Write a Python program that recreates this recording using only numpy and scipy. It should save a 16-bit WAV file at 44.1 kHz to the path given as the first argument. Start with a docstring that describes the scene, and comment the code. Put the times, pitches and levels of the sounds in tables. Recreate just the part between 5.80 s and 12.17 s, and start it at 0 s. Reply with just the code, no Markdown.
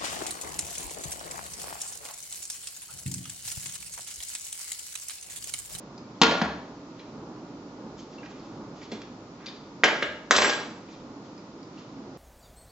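"""A home kitchen under a droning extractor fan, with paper and cloth rustling and small things ticking.
A heavy pan clunks on a glass hob, rattles and settles; a plate is nudged, knocked and dragged off the counter.
Contacts are short knocks, thuds and clicks that ring modal bodies; drags are trains of random slips.
Fan, rustle and hiss are filtered noise, the fan with a thin whine. Echoes and a diffuse tail of over half
a second answer the contacts and rustle at two close microphone ports, which hiss and saturate."""
import sys
import numpy as np
from scipy import signal
from scipy.fft import rfft, irfft, next_fast_len
from scipy.io import wavfile
from scipy.ndimage import uniform_filter1d

SR = 44100
rng = np.random.default_rng(int(sys.argv[2]) if len(sys.argv) > 2 else 0)


def generate_wav(signal):
    """Clip the signal to [-1, 1] and save it as 16-bit WAV at the path in sys.argv[1]."""
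    frames = np.transpose(np.atleast_2d(signal))
    scaled = np.clip(frames, -1, 1) * 32767
    pcm = np.round(scaled).astype(np.int16)
    wavfile.write(sys.argv[1], SR, pcm)


N = 281074
TIME = np.arange(N) / SR

# Fan air spectrum. Each row: frequency in Hz, relative density in dB per Hz.
FAN_SPECTRUM = [(15, -55), (25, -32), (53, -16), (85, -22.5), (107, -10), (252, -3.5), (289, -1),
                (365, -8.5), (605, -13.5), (680, -16.5), (947, -15), (1130, -19), (1450, -26), (1660, -31),
                (2600, -56), (3380, -53), (5720, -120)]
FAN_DB, SWELL_DB = -43.5, 1.1  # rms before the swell; spread of the swell
FAN_WHINE_HZ, FAN_WHINE_DB = 1431, -68.5  # mean pitch, rms

# Hiss spectrum of the ports. Each row: frequency in Hz, relative density in dB per Hz.
HISS_SPECTRUM = [(710, -50), (1200, 0.5), (1310, -0.5), (1460, -17.5), (1660, -10), (2030, -9.5),
                 (3180, -13), (5130, -11), (7600, -16.5), (9880, -43), (16700, -120)]
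HISS_DB = -56.5  # rms before the top cut

# Diffuse tail of the room. Each row: frequency in Hz, t60 in seconds, relative level in dB.
ROOM_DECAY = [(97, 0.62, -10), (254, 0.57, 9), (734, 0.7, 5.5), (1800, 0.54, 5.5), (4320, 0.54, 9),
              (8300, 0.85, -10.5)]
# Near echoes off counter, cupboards and wall. Each row: delay in seconds, level in dB, left minus right in dB.
NEAR_ECHOES = [(.0042, -13, 4.5), (.0075, -16.5, -6.5), (.013, -20, 2.5), (0.017, -21.5, -6)]
ROOM_DB, ROOM_RISE_S = -6.5, 0.0011  # tail energy against the direct sound; onset time

# Likeness of diffuse noise at the two ports. Each row: frequency in Hz, correlation from 0 to 1.
PORT_LIKENESS = [(40, 1), (100, 1), (250, 1), (500, 0.95), (1000, 0.77), (2000, 0.3), (4000, 0.6),
                 (8000, 1)]
# Unequal response of the ports. Each row: frequency in Hz, left minus right in dB.
PORT_BALANCE = [(100, -1.5), (500, -1.5), (2000, -1.5), (4000, 0.5), (8000, 0.5)]
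# Top cut of both ports. Each row: frequency in Hz, gain in dB.
TOP_CUT = [(5000, 0), (7000, -2), (7620, -7), (7850, -32), (8500, -32), (8750, -80)]
LEFT_LAG_S, LAG_TOP_HZ = .00005, 5200  # the left port lies further off; the lag fades above LAG_TOP_HZ
KNEE = .7  # amplitude where saturation begins
CLIP_TOP_HZ = 15700  # low-pass after saturation

# Low cabinet booms, soon after some of the pan and plate blows. Each row: start in seconds,
# level in dB before the slow rise.
CABINET_BOOMS = [(0.431, -33), (0.63, -33), (4.26, -43.5), (4.547, -36.5)]
BOOM_HZ, BOOM_T60_S = 72.6, 0.41
# Dull bump of the plate on the counter. Each row: frequency in Hz, level in dB before the rise, t60 in seconds.
COUNTER_MODES = [(215, -27, 0.13), (450, -28.5, 0.09), (690, -33, 0.065)]
BUMP_S = 3.126

# Paper and cloth. Each row: peak time in seconds, level in dB, centre in Hz, fade in dB per second.
RUSTLE_SWELLS = [(1.2, -45, 3280, 356), (2.19, -51.5, 6200, 80), (2.34, -49, 5330, 60),
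                 (2.46, -50, 2220, 232), (2.6, -49, 4800, 88), (2.97, -52, 6100, 106),
                 (3.03, -44, 3595, 252), (3.15, -47, 4520, 189), (3.648, -41.5, 1500, 503),
                 (3.69, -48.5, 4280, 112), (5.11, -49.5, 4330, 146), (5.459, -50, 4960, 180),
                 (5.99, -42.5, 3700, 155)]
RUSTLE_RISE_DB_PER_S = 344

# Small light contacts. Each row: start in seconds, level in dB, pitch in Hz, left minus right in dB,
# click over ring in dB, ring t60 in seconds.
SMALL_TICKS = [(0.1788, -51.5, 5100, 1, 8, 0.03), (1.1948, -51, 4030, 0, 0, 0.034),
               (1.197, -55, 2400, -4, -5, 0.045), (2.1804, -54, 7040, 0, 8, .02),
               (2.192, -51, 6500, 0, -4, .04), (2.384, -48, 2740, 3, -10, 0.052),
               (2.4309, -49.5, 1660, -2, 7, 0.046), (2.432, -49, 2460, -2, 1, .04),
               (2.4585, -53, 1970, -4, 11, 0.063), (2.598, -58, 4480, 0, -4.5, .05),
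               (3.017, -50, 2290, 2, 3, 0.046), (3.117, -44, 4350, 0, 0, .05),
               (3.119, -45, 3460, -3, -4, .05), (3.66, -45, 4160, 0, 11.5, .012),
               (3.664, -45, 2580, 7, 10, 0.014), (3.667, -37, 4660, -2, -1, 0.02),
               (3.675, -43.5, 4960, 2.5, -2.5, .04), (3.685, -39, 3700, 2.5, -2, 0.022),
               (5.088, -53, 2520, -3, 1, .03), (5.579, -50.5, 5060, -5, -4, .025),
               (5.592, -57, 4930, 0, -5, .025), (5.83, -52.5, 4820, -3, 1, 0.028),
               (5.9756, -56, 2800, -8, 3, 0.028)]
# Modes of a small thing. Each row: share of the tick's pitch, level in dB.
SMALL_MODES = [(0.98, 0.5), (.83, -8.5), (1, -1.5), (.48, -3.5)]

# Pan rattling to rest. Each row: start in seconds, level in dB, treble over rumble in dB, hold in seconds,
# fade in dB per second.
PAN_RATTLE = [(.417, -22.5, 5.5, 0.019, 114), (.625, -39, -10, 0.024, 204)]
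# Plate dragging across the counter. Each row: start in seconds, level in dB, treble over rumble in dB,
# hold in seconds, fade in dB per second.
PLATE_SLIDE = [(3.1155, -48.5, 11.5, 0.0072, 500), (3.13, -52, -7, 0.021, 250),
               (4.037, -24.5, -2, 0.0071, 186), (4.511, -24, 9.5, 0.0044, 203),
               (4.545, -36.5, 11, 0.13, 126), (4.58, -37, 1, 0.083, 140)]
DULLING_DB_PER_S = 76.5  # extra fade of the grit

# Vibration of the pan. Each row: frequency in Hz, level in dB, t60 in seconds.
PAN_BODY = [(183.7, 1.5, 0.25), (315, -1.5, 0.36), (455, 3, 0.19), (684, -5.5, 0.198), (920, -24, 0.12),
            (1056, -2.5, 0.2), (1250, -3, 0.18), (1410, 5, 0.33), (1740, 2.5, 0.14), (2080, -28, 0.076),
            (2490, -9, 0.078), (2750, -17, .07), (3340, -13, .07), (3560, -5, .07), (4050, -11, 0.069),
            (4430, -2.5, 0.045), (5100, -14, 0.045)]
# Vibration of the plate. 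Each row: frequency in Hz, level in dB, t60 in seconds.
PLATE_BODY = [(490, -8, .12), (700, -6, .1), (899, -7, .1), (1255, -6, .12), (1627, -1, .15),
              (1985, -8, .1), (2126, -7, .12), (2218, -9, .15), (2487, -8, .15), (2860, -3, .13),
              (3040, -4, .12), (3216, -8, .1), (3460, -14, .07), (3610, -10, .09), (3965, -10, .3),
              (4130, -10, .1), (4340, -12, .08), (4850, -18, .15), (5200, -16, .3), (5752, -5, .4),
              (5800, -13, .2), (6150, -12, .08), (6350, -10, .1), (6870, -12, .08), (7594, -1, .4),
              (8408, 12, .38)]
# Contacts of the pan. Each row: start in seconds, knock level in dB, knock pitch in Hz, then thud, tick,
# low ring and high ring over the knock in dB.
PAN_CONTACTS = [(.4158, -6.5, 890, 5, 2, -4.5, -23), (.4615, -22, 1300, -16, -5, -16, -27),
                (.496, -17, 790, -9, -8, -10, -30), (.5215, -16, 630, -6, -6, -7, -27),
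                (.6152, -13, 1490, -15, -12, -23, -30), (.4185, -14, 1030, 8, 11.5, -37, -21),
                (.6175, -13, 770, 5, -8.5, -15.5, -26), (.6215, -19, 1850, -13, -19, -38, -34)]
# Contacts of the plate. Each row: start in seconds, knock level in dB, knock pitch in Hz, then thud, tick,
# low ring and high ring over the knock in dB.
PLATE_CONTACTS = [(3.1211, -34, 1900, 12.5, 3.5, -27, -8), (3.2177, -36, 1590, -15, 2, -29, -39),
                  (4.0362, -1, 1890, -19, -25, -5.5, -28), (4.0405, -9, 3080, -28, 3, -21, -29),
                  (4.0868, -10.5, 1720, -12, -18, -27, -28), (4.2235, -21, 1830, -18.5, -4, -6, -21),
                  (4.2258, -10.5, 1730, -6.5, -24, -7.5, -27), (4.229, -14, 3270, -10.5, -12, -28, -35),
                  (4.5096, 0, 1440, -9.5, -2, -35, -14), (4.5142, -15, 1170, -22, -6, -21, -21),
                  (4.562, -24, 1700, -1, 11, -19, -11.5), (4.5655, -8, 6140, -6, 0, -27, -3),
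                  (4.628, -9.5, 2670, -8, -9, -18, -4.5), (4.646, -9, 1760, -23, -11, -4, -29),
                  (4.665, -12, 1900, -16, -12, -21, -35), (4.582, -13, 1910, -21, -2, -14, -22),
                  (4.7, -19, 2000, -9, 5, -21, -19), (4.735, -23, 2180, -14, 0, -18, -20)]
HIGH_RING_HZ = 3700  # border between low and high ring
SPOT_DETUNE, SPOT_DB = .003, 2.5  # spread of mode pitch (share) and strength from blow to blow
LOW_CUT_HZ = 222


def undb(db):
    """Decibels express an amplitude ratio on a logarithmic scale; return the ratio."""
    return 10 ** (np.asarray(db) / 20)


def level(x, db):
    """Root-mean-square amplitude measures power: scale to the given rms in dB."""
    return x * undb(db) / np.sqrt(np.mean(x ** 2))


def on_log(table, hz, axis=1):
    """Linear interpolation on a log-frequency axis: read one column of a table."""
    rows = np.array(table, float)
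    return np.interp(np.log(hz + 1), np.log(rows[:, 0]), rows[:, axis])


def shape(x, gain_at):
    """Linear filtering multiplies the spectrum by a gain, given as a function of frequency."""
    size = next_fast_len(x.shape[-1])
    hz = np.arange(size // 2 + 1) * SR / size
    return irfft(rfft(x, size) * gain_at(hz), size)[..., :x.shape[-1]]


def diffuse_pair(size):
    """Partial coherence: shared and opposed noise set the correlation between the ports."""
    shared, opposed = rng.standard_normal((2, size))
    alike = lambda hz: np.clip(on_log(PORT_LIKENESS, hz), 0, 1)
    shared = shape(shared, lambda hz: np.sqrt((1 + alike(hz)) / 2))
    opposed = shape(opposed, lambda hz: np.sqrt((1 - alike(hz)) / 2))
    return np.array([shared + opposed, shared - opposed])


def walk(rate):
    """Slow random modulation: levels held 1 / rate s and smoothed twice, with a spread near 1."""
    k = int(SR / rate)
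    steps = np.repeat(rng.standard_normal(N // k + 1), k)
    return 1.355 * uniform_filter1d(uniform_filter1d(steps, k), k)[:N]


def ring(hz, t60, size):
    """Free damped vibration: one mode is a sine that falls 60 dB in t60 s."""
    t = np.arange(size) / SR
    return np.sin(2 * np.pi * hz * t) * np.exp(-np.log(1000) * t / t60)


def swell_in(size, rise_s):
    """Gradual build-up: an exponential approach to full level."""
    return 1 - np.exp(-np.arange(size) / SR / rise_s)


def add(out, s, sound, pan_db):
    """Superposition: sum a sound into both ports at s seconds, split by a level difference."""
    i = int(s * SR)
    out[:, i:i + len(sound)] += (sound * undb([[pan_db / 2], [-pan_db / 2]]))[:, :N - i]


def body(modes, force):
    """Modal superposition: the force is convolved with the sum of all modes, at unit energy."""
    response = sum(undb(db) * ring(hz, t60, SR // 2) for hz, db, t60 in modes)
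    return signal.fftconvolve(force, response / np.sqrt(np.sum(response ** 2)))


def click(hz, octaves, grit_db, t60):
    """Broadband impulse: a click and decaying grit pass a band around hz; peak 1."""
    size = SR // 8
    grit = undb(grit_db - 60 * np.arange(size) / SR / t60) * rng.standard_normal(size)
    grit[0] += 1
    edges = [hz / 2 ** octaves, min(hz * 2 ** octaves, .45 * SR)]
    sound = signal.sosfilt(signal.butter(2, edges, "band", fs=SR, output="sos"), grit)
    return sound / np.abs(sound).max()


def fan():
    """Broadband flow noise with slow amplitude modulation, and a motor tone that wanders in frequency."""
    air = level(shape(diffuse_pair(N), lambda f: undb(on_log(FAN_SPECTRUM, f))), FAN_DB)
    air = air * undb(SWELL_DB * walk(6))
    whine = np.sin(2 * np.pi * np.cumsum(FAN_WHINE_HZ + 3 * walk(4.8)) / SR)
    return air + level(whine, FAN_WHINE_DB)


def room(dry):
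    """Reverberation: four early reflections and a diffuse tail decaying exponentially in each band."""
    size = int(.9 * SR)
    t, noise, tail = np.arange(size) / SR, diffuse_pair(size), 0
    for hz in 60 * 2 ** np.arange(0, 7.6, .5):
        band = shape(noise, lambda f: np.exp(-(np.log2((f + 1) / hz) / 1.07) ** 2))
        # even out chance swells so that the decay is smooth
        band = band * np.sqrt(hz / uniform_filter1d(np.sum(band ** 2, 0), size=int(12 * SR / hz)))
        decay_db = on_log(ROOM_DECAY, hz, axis=2) - 60 * t / on_log(ROOM_DECAY, hz)
        tail = tail + undb(decay_db) * band
    tail = tail * (1 - np.exp(-(t / ROOM_RISE_S) ** 2))
    response = tail * undb(ROOM_DB) / np.sqrt(np.sum(tail ** 2) / 2)
    for late, db, pan_db in NEAR_ECHOES:
        add(response, late, np.array([undb(db)]), pan_db)
    return dry + signal.fftconvolve(dry, response, axes=1)[:, :N]


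def cabinet_booms():
    """Low resonance: one deep mode of the cabinets swells late and lingers."""
    out, size = np.zeros((2, N)), SR // 2
    for s, db in CABINET_BOOMS:
        add(out, s, undb(db) * ring(BOOM_HZ, BOOM_T60_S, size) * swell_in(size, 0.046), 0)
    return out


def counter_bump():
    """Soft impact: a few low, heavily damped modes build up over milliseconds."""
    out, size = np.zeros((2, N)), SR // 4
    bump = sum(undb(db) * ring(hz, t60, size) for hz, db, t60 in COUNTER_MODES)
    add(out, BUMP_S, bump * swell_in(size, 0.0047), 0)
    return out


def rustle():
    """Crackling noise: dense crinkles of uneven size, in swells weighted around their own centre bands."""
    crinkles = rng.standard_normal(N) * undb(1.44 * rng.exponential(size=N)) * undb(4 * walk(40))
    swells = []
    for s, db, _, fade_db in RUSTLE_SWELLS:
        drop_db = np.maximum(RUSTLE_RISE_DB_PER_S * (s - TIME), fade_db * (TIME - s))
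        swells.append(undb(db - drop_db))
    swells = np.array(swells)
    centres, out = np.log2(np.array(RUSTLE_SWELLS)[:, 2]), 0
    for octave in np.log2(1200) + np.arange(0, 3, .5):
        band = shape(crinkles, lambda f: np.exp(-((np.log2(f + 1) - octave) / 0.31) ** 2))
        weights = np.exp(-((octave - centres) / 1.34) ** 2)
        out = out + level(band, -16) * (weights @ swells)
    return out


def ticks():
    """Light impact: a click together with the short ring of a few modes."""
    out = np.zeros((2, N))
    for s, db, hz, pan_db, click_db, t60 in SMALL_TICKS:
        modes = sum(undb(mode_db) * ring(hz * share, t60, SR // 8) for share, mode_db in SMALL_MODES)
        add(out, s, undb(db) * (modes + undb(click_db) * click(hz, 0.34, -9.5, 0.04)), pan_db)
    return out


def drag(table, modes, slips_per_s, spread_db, knee_hz, grit_hz, ring_db, judder_db):
    """Sliding friction: random slips are heard as rumble and grit and through the object's modes."""
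    slips = (rng.random(N) < slips_per_s / SR) * rng.standard_normal(N)
    slips = slips * undb(spread_db * rng.exponential(size=N))
    # even out the local strength of the slips, so the drag stays steady
    slips = slips / np.sqrt(uniform_filter1d(slips ** 2, size=SR // 100) + 1e-3)
    slips = slips * undb(judder_db * walk(300))  # the base judders
    rumble = shape(slips, lambda f: f / (f + 150) / (1 + (f / knee_hz) ** 2))
    slips = level(slips, 0)
    grit = shape(slips, lambda f: f / (f + knee_hz) / (1 + (f / grit_hz) ** 4))
    weight = bright = 0
    for s, db, treble_db, hold, fade_db in table:
        after = np.maximum(TIME - s - hold, 0)
        pressure = (TIME > s) * undb(db - fade_db * after)
        weight = weight + pressure
        bright = bright + pressure * undb(treble_db - DULLING_DB_PER_S * after)
    through_object = undb(ring_db) * body(modes, weight * slips)[:N]
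    return weight * level(rumble, 0) + bright * grit + through_object


def blows(table, modes, cycles, thud_hz, thud_rise_hz, thud_t60,
          tick_hz, tick_rise_hz, tick_octaves, tick_t60, grit_db, pan_db):
    """Impact excitation: a brief knock, thud and gritty tick ring the modes; rises are in Hz per dB of force."""
    out, size = np.zeros((2, N)), SR // 8
    # every contact lands and loads the object differently
    spots = rng.standard_normal((len(table), len(modes), 2))
    for (s, db, hz, thud_db, tick_db, low_db, high_db), spot in zip(table, spots):
        struck = [(f * (1 + SPOT_DETUNE * a), gain_db + SPOT_DB * b, t60)
                  for (f, gain_db, t60), (a, b) in zip(modes, spot)]
        low = body([m for m in struck if m[0] < HIGH_RING_HZ], np.ones(1))
        high = body([m for m in struck if m[0] > HIGH_RING_HZ], np.ones(1))
        turn = np.arange(size) * hz / SR  # cycles elapsed
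        knock = np.sin(2 * np.pi * turn) * np.sin(np.pi * np.minimum(turn / cycles, 1) ** .65)
        thud = ring(thud_hz + thud_rise_hz * db, thud_t60, size)
        tick = click(tick_hz + tick_rise_hz * db, tick_octaves, grit_db, tick_t60)
        add(out, s, undb(db) * (knock + undb(thud_db) * thud + undb(tick_db) * tick), pan_db)
        low_ring = undb(db + low_db) * low / low.max()
        high_ring = undb(db + high_db) * high / high.max()
        add(out, s, low_ring + high_ring, pan_db)
    return out


def scene():
    """Superposition of sources: contacts and rustle excite the room, over booms, bump and fan."""
    dry = blows(PAN_CONTACTS, PAN_BODY, cycles=2.2, thud_hz=181, thud_rise_hz=0, thud_t60=0.054,
                tick_hz=4170, tick_rise_hz=91.0, tick_octaves=0.66, tick_t60=0.025, grit_db=16, pan_db=2.5)
    dry = dry + blows(PLATE_CONTACTS, PLATE_BODY, cycles=2.16, thud_hz=688, thud_rise_hz=8.6, thud_t60=0.014,
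                      tick_hz=4970, tick_rise_hz=45.3, tick_octaves=0.83, tick_t60=0.049,
                      grit_db=-17, pan_db=1.2)
    dry = dry + drag(PAN_RATTLE, PAN_BODY, slips_per_s=4700, spread_db=4.0, knee_hz=1516, grit_hz=5800,
                     ring_db=-7, judder_db=6.5)
    dry = dry + drag(PLATE_SLIDE, PLATE_BODY, slips_per_s=9000, spread_db=0.6, knee_hz=1470, grit_hz=7000,
                     ring_db=-27.5, judder_db=4.5)
    # low cut: contacts and rustle reach the ports without deep bass
    low_cut = signal.butter(3, LOW_CUT_HZ, "high", fs=SR, output="sos")
    contacts = signal.sosfilt(low_cut, dry + ticks() + rustle())
    return room(contacts) + cabinet_booms() + counter_bump() + fan()


def record(dry):
    """Transducer limits: unequal hissing ports, a two-step top cut, then saturation that spits above the cut."""
    hiss = shape(rng.standard_normal((2, N)), lambda f: undb(on_log(HISS_SPECTRUM, f)))
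    hiss = level(hiss, HISS_DB)
    side = np.array([[.5], [-.5]])  # left and right each take half the difference

    def port_gain(f):
        """Spaced reception: level and arrival time differ between the ports with frequency."""
        lag = LEFT_LAG_S / (1 + (f / LAG_TOP_HZ) ** 4)
        return undb(on_log(PORT_BALANCE, f) * side) * np.exp(-2j * np.pi * f * lag * side)

    cut = shape(shape(dry, port_gain) + hiss, lambda f: undb(on_log(TOP_CUT, f)))
    clean = np.clip(cut, -KNEE, KNEE)
    rounded = clean + (1 - KNEE) * np.tanh((cut - clean) / (1 - KNEE))
    return signal.sosfilt(signal.ellip(8, .2, 60, CLIP_TOP_HZ, fs=SR, output="sos"), rounded)


dry = scene()
out = record(dry)
generate_wav(out)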